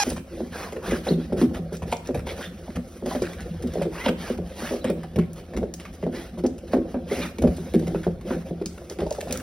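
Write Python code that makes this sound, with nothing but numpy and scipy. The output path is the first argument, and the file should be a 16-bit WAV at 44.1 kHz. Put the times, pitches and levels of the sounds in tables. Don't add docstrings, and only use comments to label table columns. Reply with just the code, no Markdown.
import sys
import numpy as np
from scipy import signal
from scipy.fft import rfft, irfft
from scipy.io import wavfile
from scipy.ndimage import uniform_filter1d

SR = 44100
rng = np.random.default_rng(int(sys.argv[2]) if len(sys.argv) > 2 else 0)


def digitize_waveform(pressure):
    field = np.atleast_2d(pressure).T
    bounded = np.clip(field, -1, 1)
    quanta = np.round(bounded * 32767).astype(np.int16)
    wavfile.write(sys.argv[1], SR, quanta)


N = 415422
BEAT = np.arange(0, N / SR, .002)
FIRM_DB = -25

# (time [s], bounce level [dB], centre of the favoured bounce modes [Hz],
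# slap level [dB], centre of the favoured slap modes [Hz])
PAW_LANDINGS = [(0.068, -25.5, 244, -26.5, 470), (0.405, -28, 222, -24.5, 420), (0.725, -53, 220, -32, 520),
                (0.764, -43, 219, -28, 422), (0.878, -31.5, 194, -25.5, 437), (0.921, -23, 226, -19.5, 432),
                (0.962, -39, 200, -29.5, 460), (1.068, -28, 227, -25, 525), (1.107, -17, 197.5, -16.5, 365),
                (1.176, -24, 233, -28, 396), (1.323, -25.5, 214, -22, 490), (1.36, -41, 180, -26, 390),
                (1.415, -14.5, 230, -16, 375), (1.445, -21, 230, -34, 350), (1.512, -30, 206, -33, 420),
                (1.59, -27.5, 176, -32.5, 350.4), (1.723, -29, 197, -29, 420), (1.82, -32, 179.6, -33, 620),
                (1.925, -36, 192, -23, 660), (2.091, -24.5, 255, -22.5, 474), (2.148, -33, 192, -23, 524),
                (2.269, -40, 175.7, -31, 587), (2.387, -44, 200.8, -33.5, 540),
                (2.681, -30.5, 204, -34, 540), (2.768, -27, 220, -34.5, 475), (3.025, -30.5, 220, -30, 444),
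                (3.06, -29, 245.6, -23, 494), (3.113, -45, 200, -28, 695), (3.15, -26, 270, -22, 506),
                (3.22, -27.5, 200, -17.5, 394), (3.501, -27.5, 182, -58, 495),
                (3.639, -24, 210, -26.5, 414.7), (3.756, -43, 225, -23, 490),
                (3.783, -27, 188, -23.5, 443.3), (3.815, -26.5, 193, -20, 550),
                (3.855, -35, 181.1, -23.5, 440), (4.06, -22, 211, -20.5, 534), (4.092, -24, 210, -19, 450),
                (4.3, -24.5, 227, -22.5, 456), (4.388, -29, 190, -26.5, 430), (4.622, -29, 217, -29.5, 443),
                (4.711, -30, 256, -25, 487), (4.736, -32, 220, -25, 495), (4.843, -25, 213, -21.5, 505),
                (4.864, -28, 240, -29, 430), (4.897, -25.5, 180, -19, 477), (4.972, -36, 200, -37, 470),
                (5.159, -21, 172, -27, 495.4), (5.181, -15, 203.5, -21.5, 410),
                (5.536, -36, 230, -32.5, 480), (5.573, -24, 209, -23.5, 360),
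                (5.629, -26.5, 206, -21.5, 477), (6.028, -26, 196, -25.5, 457),
                (6.066, -28.5, 250, -20.5, 433), (6.136, -32, 262.2, -32.5, 393),
                (6.374, -32, 175.3, -35, 524), (6.438, -20, 260, -15, 440), (6.735, -16.5, 246.8, -14, 467),
                (6.768, -23.5, 263, -15.5, 362), (6.944, -25.5, 235, -23, 493), (7.113, -32, 245, -21, 460),
                (7.175, -28.5, 228, -37, 440), (7.387, -26.5, 235, -29, 420),
                (7.437, -14, 219, -16.5, 467.9), (7.473, -22, 209, -20, 510), (7.583, -33, 174, -30.5, 367),
                (7.742, -13, 207, -16, 367), (7.824, -40, 200, -31.5, 530), (7.876, -28, 180, -26.5, 383),
                (7.947, -24.5, 195, -20.5, 426.3), (8.067, -19.5, 189, -18, 478),
                (8.307, -29, 202, -23.5, 456), (8.509, -27, 190, -28, 362.9),
                (8.614, -47, 216.7, -23.5, 413), (8.91, -60, 206, -33, 485),
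                (8.989, -34, 189.4, -24.5, 428), (9.02, -28, 202.7, -23, 480),
                (9.302, -28, 211, -30.5, 495)]


def amp(db):
    return 10 ** (np.asarray(db) / 20)


def evened(x):
    return x / np.sqrt(np.mean(x ** 2) + 1e-20)


def crested(x, size):
    return x / np.sqrt(uniform_filter1d(x ** 2, size).max() + 1e-20)


def read(points, hz):
    f, value = np.transpose(points)
    return np.interp(np.log(hz + 1), np.log(f + 1), value)


def curves(rows, t):
    s, *columns = np.transpose(rows)
    return [np.interp(t, s, c) for c in columns]


def add(mix, s, sound):
    part = mix[max(round(s * SR), 0):][:len(sound)]
    part += sound[:len(part)]


def coloured(x, points, tilt_db=0):
    hz = np.fft.rfftfreq(len(x), 1 / SR)
    octaves = np.log2(np.clip(hz, 1000, 6000) / 1000)
    low_end = 1 + (points[0][0] / (hz + 1)) ** 4
    high_end = 1 + (hz / points[-1][0] / 1.3) ** 8
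    gain = amp(read(points, hz) + tilt_db * octaves) / np.sqrt(low_end * high_end)
    return evened(irfft(rfft(x) * gain, len(x)))


def wander(n, hz):
    f = np.fft.rfftfreq(n, 1 / SR)
    return evened(irfft(rfft(rng.standard_normal(n)) * np.exp(-(f / hz) ** 2), n))


def grains(n, per_s, spread_db):
    sizes = amp(spread_db * np.minimum(rng.exponential(1, n), 4.5))
    return evened(rng.standard_normal(n) * sizes * (rng.random(n) < per_s / SR))


def patchy(x, depth_db):
    z = signal.stft(x, nperseg=512, noverlap=384)[2]
    field = uniform_filter1d(rng.standard_normal(z.shape), size=3, axis=0)
    field = uniform_filter1d(field, size=11, axis=1)
    gain = amp(depth_db * np.minimum(evened(field), 1))
    return evened(signal.istft(z * gain, nperseg=512, noverlap=384)[1][:len(x)])


def ring(modes, t, weights, rise, disorder, pitch=1):
    press_share, press_s = 0.10047, 0.022
    hz, db, t60 = np.transpose(modes)[:, :, None]
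    size, detune, phase = rng.standard_normal((3, len(modes), 1))
    clock = pitch * (t + press_share * press_s * (1 - np.exp(-t / press_s)))
    mode_hz = hz * (0.968 + 0.015 * detune)
    waves = np.sin(2 * np.pi * (mode_hz * clock + disorder * phase))
    levels = amp(db + 1.4 * size - 60 * t / t60)
    return (weights * levels * waves).sum(0) * (1 - np.exp(-(t / rise) ** 2))


def favoured(modes, centre_hz, octaves):
    return np.exp(-.5 * (np.log2(np.array(modes)[:, :1] / centre_hz) / octaves) ** 2)


def strokes(rows, rise, fall):
    return sum((amp(db) * np.interp((BEAT - start) / length, [0, rise, 1 - fall, 1], [0, 1, 1, 0])) ** 2
               for start, length, db in rows)


def footfalls(firm_db, growth, lead, decay):
    power = 0
    for s, low_db, _, high_db, _ in PAW_LANDINGS:
        force_db = 20 * np.log10(np.hypot(amp(low_db), amp(high_db))) - FIRM_DB
        shape = np.exp(-np.maximum((s - BEAT) / lead, (BEAT - s) / decay))
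        power = power + (amp(firm_db + growth * force_db) * shape) ** 2
    return power


def activity(power, idle_db, fidget_db):
    fidget = uniform_filter1d(rng.standard_normal(len(BEAT)), size=30)
    fidget = evened(uniform_filter1d(fidget, size=15))
    gain = np.sqrt(power + amp(idle_db + fidget_db * fidget) ** 2)
    return np.interp(np.arange(N) / SR, BEAT, gain)


def squeak(rasp_db=-6):
    # (time [s], pitch [Hz], relative level [dB])
    squeak_path = [(0, 857, -16.5), (.012, 813, -23), (.024, 807, -22), (.037, 820.8, -20.5)]
    # (frequency [Hz], relative level [dB])
    squeak_tone = [(810, -0.5), (1620, -7.5), (2430, -6), (3240, -11), (4050, -10.5), (4860, -6),
                   (5700, -2), (6500, -5.5), (8100, -18), (9700, -23), (11300, -15), (13000, -42)]
    out, t = np.zeros(N), np.arange(0, squeak_path[-1][0], 1 / SR)
    hz, db = curves(squeak_path, t)
    turns = np.cumsum(hz * (1 + 0.0087 * wander(len(t), 390))) / SR
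    tone = sum(amp(read(squeak_tone, k * hz)) * np.sin(2 * np.pi * (k * turns + rng.random()))
               for k in range(1, 16))
    rasp = amp(rasp_db) * coloured(rng.standard_normal(len(t)), squeak_tone)
    add(out, 0, amp(db) * evened(evened(tone) + rasp) * signal.windows.tukey(len(t), .04))
    return out


def bed(sag_db=1.0, drone_db=-1, scuffle_db=-2):
    # (start [s], length [s], relative sway of the frame [dB],
    # relative tugging at the mesh [dB])
    lurches = [(0.087, .13, -35.5, -35.5), (0.311, 0.1, -41.5, -38), (0.45, 0.24, -47, -43),
               (0.872, 0.1004, -34, -49.5), (1.23, 0.48, -39.5, -35.5), (1.797, 0.14, -36.5, -38.5),
               (2.12, 0.28, -39, -50), (2.746, 0.066, -34, -34), (3.067, 0.16, -52, -53),
               (3.346, 0.18, -39, -38), (3.516, 0.26, -37, -47), (4.327, 0.16, -37, -37.5),
               (5.155, 0.093, -33, -40), (5.545, 0.12, -33, -32), (6.148, 0.096, -53, -40),
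               (6.741, 0.44, -56, -39.5), (7.153, 0.1299, -41, -34), (7.395, 0.15, -28, -26.5),
               (7.734, 0.28, -38, -34.5), (8.047, 0.18, -40, -48), (8.4, 0.2, -56, -41.5),
               (8.24, 0.18, -48, -30.5), (8.6, 0.1577, -45, -46.5), (8.987, 0.13, -37, -52),
               (9.235, 0.26, -40, -35)]
    # (frequency [Hz], relative level [dB per Hz])
    sag_colour = [(18, -43), (32, -23), (45, -6), (58, -1), (73, 0.5), (84, 1), (100, -11.5), (135, -11.5),
                  (220, -54)]
    # (frequency [Hz], relative level [dB per Hz])
    drone_colour = [(90, -26), (140, -39), (157, -7), (169, 1), (184, -5.5), (225, -8), (265, -8.5),
                    (300, -34), (420, -28)]
    # (frequency [Hz], relative level [dB per Hz])
    scuffle_colour = [(240, -57), (305, -1.5), (340, 7), (420, -5), (520, 4), (620, -6), (780, -11),
                      (950, -49), (1500, -36)]
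    sway = strokes([(s, length, db) for s, length, db, _ in lurches], rise=0.23, fall=0.27)
    tugs = strokes([(s, length, db) for s, length, _, db in lurches], rise=0.23, fall=0.27)
    step_sway = footfalls(firm_db=-50.5, growth=0.55, lead=0.07, decay=0.41)
    step_drone = footfalls(firm_db=-47, growth=.5, lead=0.12, decay=0.15)
    step_scuffle = footfalls(firm_db=-48, growth=.5, lead=0.25, decay=0.02)
    sag = activity(sway + step_sway, idle_db=-48.5, fidget_db=2.5)
    drone = activity(tugs + step_drone, idle_db=-48, fidget_db=5.0)
    scuffle = activity(tugs + step_scuffle, idle_db=-49, fidget_db=3.0)
    rocking = coloured(rng.standard_normal(N), sag_colour)
    rocking /= np.sqrt(uniform_filter1d(rocking ** 2, size=4000) + 0.086)
    murmur = coloured(rng.standard_normal(N), drone_colour)
    small_tugs = patchy(coloured(grains(N, 2500, 0.56), scuffle_colour), depth_db=8.0)
    return (amp(sag_db) * sag * rocking
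            + amp(drone_db) * drone * murmur
            + amp(scuffle_db) * scuffle * small_tugs)


def rubbing(fizz_db=2, paw_fizz_db=-13, idle_fizz_db=-75):
    # (start [s], length [s], level [dB], fizz relative to it before fizz_db [dB])
    wipes = [(0.0, 0.17, -37, -8.5), (0.255, 0.33, -49.5, -9.5), (0.69, 0.13, -51, -9),
             (0.504, 0.225, -36.5, -12), (0.814, 0.22, -36.5, -10), (1.02, 0.15, -40.5, -9),
             (1.171, 0.12464, -47.5, -14), (1.361, 0.11, -37.5, -10), (1.529, 0.07397, -42, -12),
             (1.721, 0.052, -41, -8), (1.858, 0.1, -44.5, -11), (2.044, 0.055, -44, -11),
             (2.254, 0.11, -37.5, -13.5), (2.339, 0.17, -42, -10), (2.447, 0.48, -53.5, -9),
             (2.832, 0.22, -60, 1.5), (3.046, 0.18398, -38.5, -10), (3.176, 0.24, -44.5, -11.5),
             (3.29, 0.49, -51.5, -11), (3.668, 0.25, -44, -14.5), (3.895, 0.25, -41, -9.5),
             (4.035, 0.079, -29.5, -22), (4.167, 0.21, -36, -13), (4.43, 0.2, -49, -10.5),
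             (4.54, 0.28, -36, -10), (4.825, 0.11, -43, -28), (4.93, .18, -54, -19.5),
             (5.352, 0.075, -45.5, -11), (5.767, 0.17, -48, -18), (5.922, 0.0508, -50, -6.5),
             (6.109, 0.17, -42, -11), (6.19, 0.13, -48.5, -11), (6.373, 0.041, -45, -11.5),
             (6.665, 0.051, -49, -12), (6.705, 0.068, -43, -13), (6.867, 0.09353, -50, -11),
             (7.063, 0.27, -35.5, -10.5), (7.403, 0.44, -48, -9), (7.73, 0.45, -50, -9.5),
             (8.243, 0.15, -43, -10), (8.36, 0.09, -52, -9), (8.442, 0.078, -49.5, -9),
             (8.65, 0.33, -56.5, -6), (8.888, 0.066, -44.5, -9), (8.984, 0.084, -43, -17),
             (9.01, 0.4412, -49.5, -7), (9.27, 0.16, -40.5, -19)]
    # (frequency [Hz], relative level [dB per Hz])
    cloth_colour = [(350, 13.5), (700, 9), (1000, 1), (1350, 3.5), (2100, -0.5), (3500, -2), (5600, -7.5),
                    (7500, -42), (11000, -23)]
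    # (frequency [Hz], relative level [dB per Hz])
    fizz_colour = [(3500, -15), (6000, 3), (7500, -5.5), (10500, -2), (13000, -7), (16000, -10)]
    paws = footfalls(firm_db=-58.5, growth=0.03, lead=0.42, decay=0.04)
    drag = strokes([row[:3] for row in wipes], rise=0.24, fall=0.38)
    brush = strokes([(s, length, db + share) for s, length, db, share in wipes], rise=0.24, fall=0.38)
    level = activity(drag + paws, idle_db=-64, fidget_db=1.5)
    fizz = activity(brush + amp(paw_fizz_db) ** 2 * paws, idle_fizz_db, fidget_db=1)
    fibres = level * patchy(coloured(grains(N, 25000, 2.1), cloth_colour), depth_db=4.5)
    tips = amp(fizz_db) * fizz * coloured(grains(N, 25000, 1.8), fizz_colour)
    grip_db = .9 * wander(N, 70)
    return amp(grip_db) * (fibres + tips)


def highpassed(x, hz):
    return signal.sosfilt(signal.butter(N=4, Wn=hz, btype="high", fs=SR, output="sos"), x)


def steps(pat_db=-11, rebound_db=-7, shudder_db=-13.0, pat_growth=0.18):
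    # (frequency before the shifts of a blow [Hz],
    # relative level [dB], time to fall by 60 dB [s])
    bounce_modes = [(171.34, -6, 0.4), (186.4, -4, 0.12), (224.8, -1, 0.1), (248, -2, 0.12422),
                    (276, -15, 0.27)]
    # (frequency before the shifts of a blow [Hz],
    # relative level [dB], time to fall by 60 dB [s])
    slap_modes = [(334.3, -1.5, 0.21), (363.9, 3, 0.13), (403.8, 1, 0.084), (439.3, -11, 0.15),
                  (485.3, -5, 0.12), (524.7, -2.5, 0.092), (566.15, -2, 0.08), (660, -11.5, 0.09374),
                  (732.6, -3.5, 0.071), (810, -2, 0.011), (920, 8, 0.034)]
    # (frequency [Hz], relative level [dB per Hz])
    pat_colour = [(450, 24.5), (750, 10.5), (1000, -25), (1400, -3), (2200, -15.5), (4000, -15.5),
                  (8000, -26)]
    # (frequency [Hz], relative level [dB per Hz])
    shudder_colour = [(150, -23), (175, 5.5), (250, -2.5), (295, -7), (345, 0), (450, -2), (580, -6.5),
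                      (780, -18), (1000, -61), (2000, -49)]
    slap_octaves, bounce_octaves = 0.35, 0.2
    spread_per_db = -0.28
    pat_rise, pat_decay, shudder_rise, shudder_decay = 0.0008474, 0.0096, 0.0042, 0.041
    out, t = np.zeros(N), np.arange(SR // 3) / SR
    for s, low_db, low_hz, high_db, high_hz in PAW_LANDINGS:
        force_db = high_db - FIRM_DB
        spread = slap_octaves * amp(spread_per_db * force_db)
        pat = coloured(rng.standard_normal(len(t)), pat_colour)
        pat = crested(pat * np.exp(-t / pat_decay) * np.minimum(t / pat_rise, 1), size=200)
        tension = 1 + 0.036 * rng.uniform(-1.05, 1)
        slap_weights = favoured(slap_modes, high_hz, spread)
        slap = crested(ring(slap_modes, t, slap_weights, rise=.0008, disorder=.17, pitch=tension), size=380)
        bounce_weights = favoured(bounce_modes, low_hz, bounce_octaves)
        bounce = ring(bounce_modes, t, bounce_weights, rise=0.0071, disorder=0.23)
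        bounce = crested(highpassed(bounce, hz=140), size=520)
        shudder = coloured(rng.standard_normal(len(t)), shudder_colour)
        shudder = crested(shudder * np.exp(-t / shudder_decay) * np.minimum(t / shudder_rise, 1), size=520)
        pat_gain = amp(pat_db + pat_growth * force_db)
        add(out, s, amp(high_db) * (slap + pat_gain * pat + amp(shudder_db) * shudder))
        add(out, s + rng.uniform(0.00791, 0.016), amp(high_db + rebound_db) * slap)
        add(out, s, amp(low_db) * bounce)
    return out


def scrapes(slips_per_s=230, slip_s=0.00092, octaves=0.17, skirt_db=-13):
    # (start [s], nominal length [s], level [dB], centre pitch [Hz])
    scrape_times = [(0.09, 0.018, -37, 9500), (1.922, 0.014, -33.5, 2500), (1.924, 0.0087, -25.5, 810),
                    (2.279, 0.038, -39, 2064), (2.285, 0.029, -41, 3220), (2.408, 0.056, -38.5, 1730),
                    (2.424, 0.036, -42, 3250), (2.757, 0.017, -41, 1250), (3.062, 0.072, -35, 680),
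                    (3.234, 0.017, -39.5, 1550), (3.256, 0.022, -39, 1600), (3.381, 0.0227, -43.5, 1560),
                    (4.055, 0.01293, -28.5, 3070), (4.08, 0.014, -36, 2710), (4.849, 0.045, -43, 2080),
                    (5.033, 0.021, -39.5, 730), (5.193, 0.055, -48, 2180), (6.438, 0.031, -34.5, 730),
                    (6.732, 0.029, -30, 696), (7.42, 0.045, -36.5, 673), (8.036, 0.016, -41, 1670),
                    (8.318, 0.039, -40, 1560), (8.988, 0.045, -36.5, 706), (9.348, 0.018, -40.5, 1380)]
    out, t = np.zeros(N), np.arange(8192) / SR
    hz = np.fft.rfftfreq(len(t), 1 / SR) + 1
    for s, length, db, centre_hz in scrape_times:
        turns = np.cumsum(slips_per_s * np.exp(.5 * wander(len(t), 300))) / SR
        slips = np.exp(-(turns % 1) / (slips_per_s * slip_s)) * amp(3 * wander(len(t), 200))
        away = np.log2(hz / centre_hz)
        colour = np.exp(-.5 * (away / octaves) ** 2) + amp(skirt_db) * np.exp(-.5 * away ** 2)
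        stroke = np.interp(t / length, [0, .15, .75, 1.2], [0, 1, 1, 0])
        bursts = slips * stroke * rng.standard_normal(len(t))
        add(out, s, amp(db) * crested(irfft(rfft(bursts) * colour), size=600))
    return out


def ticks(tail_db=-18, tail=0.017):
    # (time [s], crack level [dB], spit level [dB], decay [s])
    tick_times = [(0.1008, -30.5, -37, 0.004), (1.7683, -38, -55, 0.0043), (1.968, -36.5, -55, 0.0022),
                  (2.0726, -36, -53, 0.002115), (4.9, -58, -36, 0.0027), (5.3323, -50, -42, 0.00493),
                  (5.7388, -30, -37.5, 0.0041), (6.464, -33.5, -49, 0.0048), (8.659, -26, -43, 0.0043),
                  (8.8986, -32, -44, 0.0026), (9.1074, -30, -43, 0.0019), (9.125, -33.5, -44, 0.0027),
                  (9.3098, -36, -40, 0.0015), (9.325, -23.5, -25.5, 0.0028), (9.3736, -32.5, -32, 0.00186)]
    # (frequency [Hz], relative level [dB per Hz])
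    crack_colour = [(900, -8), (2200, -7), (3800, -2.5), (5300, 6), (6500, 6), (8500, -2.5), (12000, -17),
                    (16000, -12)]
    # (frequency [Hz], relative level [dB per Hz])
    spit_colour = [(3500, -26), (6000, -7), (7500, 0), (10500, 4), (13500, -6), (15500, 3), (16500, 1)]
    out, t = np.zeros(N), np.arange(4096) / SR
    for s, db, bright_db, decay in tick_times:
        fall = np.exp(-t / decay) + amp(tail_db) * np.exp(-t / tail)
        for colour, level_db in (crack_colour, db), (spit_colour, bright_db):
            burst = coloured(rng.standard_normal(len(t)), colour) * fall
            add(out, s, amp(level_db) * crested(burst, size=130))
    return out


def scratches(release=0.008, brightening=0.69, fade=0.025):
    # (time [s], level [dB], nominal length [s],
    # brightness before brightening scales it [dB per octave])
    scratch_times = [(0.162, -37.5, 0.039, -7), (0.723, -42, 0.011, -6), (0.763, -39.5, 0.00685, -20),
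                     (0.91, -32.5, 0.024, -6), (1.07, -34.5, 0.022, -6), (1.327, -42.5, 0.00981, -7.5),
                     (1.414, -30.5, 0.012, -8.5), (1.544, -38.5, 0.017, -12), (1.822, -42, 0.019, -7.5),
                     (1.916, -37, 0.008, -3), (1.925, -29.5, 0.01, -6), (2.087, -42.5, 0.008, -12),
                     (2.145, -35, 0.064, -6), (2.268, -38, 0.01, -9.5), (2.192, -41, 0.01758, -7.5),
                     (2.409, -38, 0.041, -6), (2.703, -45, 0.00923, -11), (2.757, -38.5, 0.016, -6),
                     (3.059, -38.5, 0.013, -0.5), (3.15, -37, 0.01, -12), (3.218, -35.5, 0.019, -6),
                     (3.252, -37.5, 0.022, -7), (3.333, -40, 0.026, -4), (3.404, -39.5, 0.032, -6.5),
                     (3.623, -43, 0.0092, 1), (3.671, -46, 0.008, 1), (3.736, -41.5, 0.025, -2),
                     (3.819, -36, 0.02, -6.5), (4.06, -23.5, 0.00692, -23), (4.084, -27.5, 0.0051, -10.5),
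                     (4.376, -44, 0.01005, -8), (4.843, -30.5, 0.01, -8), (4.901, -37, 0.00641, -9),
                     (5.032, -40.5, 0.012, -8.5), (5.159, -37, 0.0067, -4), (5.187, -33, 0.011, -10.5),
                     (5.535, -42, 0.01452, -11.5), (5.565, -37, 0.025, -5), (5.799, -38.5, 0.017, -5.5),
                     (5.851, -39.5, 0.008, -11), (6.026, -43.5, 0.025, -13), (6.06, -51.5, 0.008, -8),
                     (6.438, -46, 0.01, -6), (6.581, -47.5, 0.007, 2), (6.732, -32, 0.012, -12.5),
                     (6.766, -54, 0.013, -7), (6.942, -40, 0.031, -22), (7.384, -36, 0.0046, -6),
                     (7.42, -37, 0.0084, -2), (7.473, -41.5, 0.006, -8), (7.564, -44, 0.015, -1),
                     (7.738, -37, 0.023, -4), (7.793, -43.5, 0.006, -2), (7.869, -39, 0.02532, -6),
                     (7.946, -35.5, 0.016, -19), (8.032, -41.5, 0.038, -8), (8.211, -45.5, 0.008, -7),
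                     (8.305, -33, 0.013, -21), (8.615, -48, 0.012, -8), (8.777, -40.5, 0.00496, -12.5),
                     (8.986, -41, 0.0086, -8), (9.002, -37, 0.0084, -8), (9.148, -41.5, 0.016, -5),
                     (9.207, -33, 0.0028, -3), (9.282, -45, 0.005, -4), (9.308, -35, 0.005, -8),
                     (9.399, -38.5, 0.01, -9)]
    # (frequency [Hz], relative level [dB per Hz])
    claw_colour = [(350, -3), (700, -4.5), (1400, 2), (2500, 3), (4000, -0.5), (6000, 0.5), (8500, -1.5),
                   (12000, -5), (16000, -13.5)]
    out, t = np.zeros(N), np.arange(4096) / SR
    for s, db, length, bright_db in scratch_times:
        letting_go = np.maximum(t - 0.86 * length, 0) / release
        stroke = np.clip(t / 0.00036, 0, 1) * np.exp(-t / fade - letting_go)
        snaps = coloured(grains(len(t), 7000, 3.3), claw_colour, tilt_db=brightening * bright_db)
        add(out, s, amp(db) * crested(patchy(snaps, depth_db=5.5) * stroke, size=350))
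    return out


def zip_stroke(t, marks, rates, count=11, claw_db=-1, blur=0.93):
    # (factor on the thread rate, relative level [dB])
    hair_speeds = [(.42, -7), (.6, -3), (.82, -1), (1, -4), (1.2, -2), (1.7, -6)]
    fan, turns = 0, np.cumsum(np.exp(np.interp(t, marks, np.log(rates)))) / SR
    factors = np.geomspace(hair_speeds[0][0], hair_speeds[-1][0], count)
    for factor in factors * rng.uniform(.95, 1.05, count):
        touch = amp(np.interp(factor, *np.transpose(hair_speeds)) + 4 * wander(len(t), 30))
        phase = 2 * np.pi * (factor * turns + rng.random()) + blur * wander(len(t), 50)
        fan = fan + touch * np.sin(phase)
    claw = np.sin(2 * np.pi * turns + blur * wander(len(t), 90)) * (1 + .5 * wander(len(t), 60))
    grip = amp(2 * wander(len(t), 250))
    swell = np.sqrt(np.interp(t, marks, [0, 1, 0]))
    return evened((evened(fan) + amp(claw_db) * evened(claw)) * grip) * swell


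def zips():
    # (start [s], swell [s], fade [s], thread rate at start [Hz], at loudest [Hz], at end [Hz],
    # level [dB])
    slides = [(0.525, 0.038, 0.14, 1757, 1567, 948, -38.5), (0.816, 0.071, 0.017, 855, 2123, 2260, -36),
              (0.895, 0.023, 0.061, 2120, 2010, 1115, -35), (3.92, 0.083, 0.065, 830, 1930, 2295, -37),
              (4.2, 0.054, 0.07, 1892, 1690, 1394, -43.5), (4.59, 0.069, 0.037, 947, 1740, 2200, -39),
              (4.655, 0.032, 0.02, 2396, 3300, 3600, -39.5), (6.135, 0.029, 0.041, 1606, 1940, 2000, -44.5),
              (6.145, 0.015, 0.025, 3710, 4020, 4100, -46), (7.131, 0.041, 0.03, 2520, 2110, 2000, -49),
              (7.2, 0.029, 0.046, 2010, 2500, 1703, -34.5)]
    out, t = np.zeros(N), np.arange(SR // 4) / SR
    for start, swell, fade, *rates, db in slides:
        add(out, start, amp(db) * zip_stroke(t, [0, swell, swell + fade], rates))
    return out


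def squeals(rasp_db=-8):
    # (time [s], pitch [Hz], level [dB])
    squeal_paths = [
        [(1.058, 1445, -54), (1.071, 2450, -38), (1.08, 3290, -39), (1.09, 4160, -33), (1.1, 4520, -44),
         (1.125, 4210, -57), (1.138, 3660, -41), (1.146, 3500, -56)],
        [(4.808, 3900, -58), (4.818, 3970, -48), (4.84, 4050, -64)],
        [(7.095, 1920, -51), (7.118, 2076, -34), (7.14, 2310, -51), (7.165, 2850, -41)],
    ]
    out = np.zeros(N)
    for curve in squeal_paths:
        t = np.arange(curve[0][0], curve[-1][0], 1 / SR)
        hz, db = curves(curve, t)
        phase = 2 * np.pi * np.cumsum(hz * (1 + .012 * wander(len(t), 400))) / SR
        rasp = wander(len(t), 700) * np.cos(phase)
        grip = amp(4 * wander(len(t), 150))
        add(out, t[0], amp(db) * evened(grip * (np.sin(phase) + amp(rasp_db) * rasp)))
    return out


def flops(rise=0.0056, decay=0.013, sink=0.27, sink_s=0.026):
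    # (time [s], level [dB], pitch at first [Hz])
    body_drops = [(1.385, -29, 147), (1.465, -31, 135), (1.835, -35, 150), (2.136, -30, 158),
                  (2.175, -27, 123), (4.846, -30, 139), (5.162, -23, 151), (7.184, -35, 133),
                  (7.464, -31, 107), (8.503, -39, 153)]
    out, t = np.zeros(N), np.arange(SR // 4) / SR
    for s, db, hz in body_drops:
        turns = np.cumsum(hz * (1 - sink * (1 - np.exp(-t / sink_s)))) / SR
        shape = (1 - np.exp(-(t / rise) ** 2)) * np.exp(-t / decay)
        add(out, s, amp(db) * crested(np.sin(2 * np.pi * turns) * shape, size=520))
    return out


def grazes(catches_per_s=900):
    # (start [s], length of contact [s], level [dB])
    graze_times = [(1.926, 0.022, -46.5), (2.428, 0.032, -44)]
    # (frequency [Hz], relative level [dB], time to fall by 60 dB [s])
    frame_modes = [(2460, -7.5, 0.13), (3360, -6, 0.1927), (3460, 1, 0.14), (3600, -1, 0.0982)]
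    out, t = np.zeros(N), np.arange(SR // 4) / SR
    tube = sum(amp(db - 60 * t / t60) * np.sin(2 * np.pi * hz * t) for hz, db, t60 in frame_modes)
    for s, length, db in graze_times:
        chatter = grains(len(t), catches_per_s, 1) * (t < length)
        add(out, s, amp(db) * crested(signal.fftconvolve(chatter, tube)[:len(t)], size=400))
    return out


def knocks(grit_db=-6, grit_rise=0.0017, grit_decay=0.012):
    # (time [s], level [dB], pitch factor)
    knock_times = [(8.814, -41, 1.1), (9.064, -25, 1.0), (9.11, -23.5, 1.01), (9.182, -27.5, 0.92),
                   (9.225, -32.5, .98), (9.27, -35, 1.15)]
    # (frequency before the shifts of a blow [Hz], relative level [dB],
    # time to fall by 60 dB [s])
    knock_modes = [(436, -4, 0.054), (580.01, 5.5, 0.05), (710, -11, 0.035), (858.96, -8.5, 0.039),
                   (1300, -22, 0.027), (1750, -31, 0.01832), (2600, -24, .02)]
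    # (frequency [Hz], relative level [dB per Hz])
    grit_colour = [(400, 8), (620, 7.5), (850, 0), (1050, -25), (1400, -26), (2500, -27), (5000, -21.5)]
    out, t = np.zeros(N), np.arange(SR // 6) / SR
    for s, db, pitch in knock_times:
        tok = crested(ring(knock_modes, t, 1, rise=0.0037, disorder=0.22, pitch=pitch), size=380)
        grit = coloured(grains(len(t), 2500, 2.9), grit_colour)
        grit = crested(grit * np.minimum(t / grit_rise, 1) * np.exp(-t / grit_decay), size=380)
        add(out, s, amp(db) * (tok + amp(grit_db) * grit))
    return out


def yard(x):
    # (frequency [Hz], time to fall by 60 dB [s])
    yard_decay = [(60, 0.47), (170, 0.61), (450, 0.2899), (1200, 0.55), (5000, 0.3), (14000, 0.53)]
    taps = rng.choice([-1., 1.], SR) * (rng.random(SR) < 2500 / SR)
    taps[:round(.007 * SR)] = 0
    hz, t, z = signal.stft(taps, SR, nperseg=256)
    tail = signal.istft(z * amp(-60 * t / read(yard_decay, hz)[:, None]), SR, nperseg=256)[1]
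    return signal.fftconvolve(x, tail / np.linalg.norm(tail))[:N]


def ports(direct, diffuse):
    # (frequency [Hz], phase [radians])
    port_phase = [(0, 0), (70, -.01), (170, -.05), (400, -.16), (900, -.2), (1600, -.08), (2000, .1),
                  (2500, .7), (3000, .8), (3500, .55), (4500, .75), (5000, .2), (5500, .6), (6000, 1.55),
                  (6500, 2.45), (7000, 2.92), (7500, 3.2), (8200, 3.75), (9000, 5), (10000, 6.2),
                  (11000, 6.35), (12000, 7.8), (13000, 9.3), (14000, 9.5), (15300, 11.4)]
    # (frequency [Hz], level [dB])
    port_balance = [(100, 0), (300, -.3), (600, -.6), (1100, -.3), (2000, -.5), (2500, -1.8), (3500, -.9),
                    (4500, -3), (5200, 0), (16000, 0)]
    # (frequency [Hz], likeness [0 to 1])
    likeness = [(100, .9995), (250, .996), (500, .978), (1100, .9), (1900, .96), (2500, .78), (4000, .8),
                (5400, .82), (7200, .95), (9000, .72), (10500, .94), (12000, .65), (13500, .9),
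                (15300, .75)]
    hz = np.fft.rfftfreq(N, 1 / SR)
    same = read(likeness, hz)
    shared = rfft(direct) * np.sqrt((1 + same) / 2)
    apart = rfft(diffuse) * np.sqrt((1 - same) / 2)
    lead = np.exp(1j * read(port_phase, hz) / 2)
    balance = amp(read(port_balance, hz) / 2)
    left = (shared + apart) * lead * balance
    right = (shared - apart) / lead / balance
    return irfft(np.array([left, right]), N)


def scene(thump_wet_db=-11, claw_wet_db=-11, squeak_shared_db=-1.0, squeak_apart_db=-8):
    mesh, cloth = bed(), rubbing()
    thumps = steps() + flops() + knocks()
    claws = scrapes() + ticks() + scratches() + zips() + squeals() + grazes()
    echoes = yard(amp(thump_wet_db) * thumps + amp(claw_wet_db) * claws)
    dog = thumps + claws + mesh + cloth
    direct = dog + echoes + amp(squeak_shared_db) * squeak()
    squeak_apart = amp(squeak_apart_db) * np.array([squeak(), squeak()])
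    return ports(direct, yard(dog)) + squeak_apart


def record(dry):
    band_limit = signal.firwin(511, 15900, window=("kaiser", 9), fs=SR)
    return signal.oaconvolve(dry, band_limit[None], "same")


dry = scene()
out = record(dry)
digitize_waveform(out)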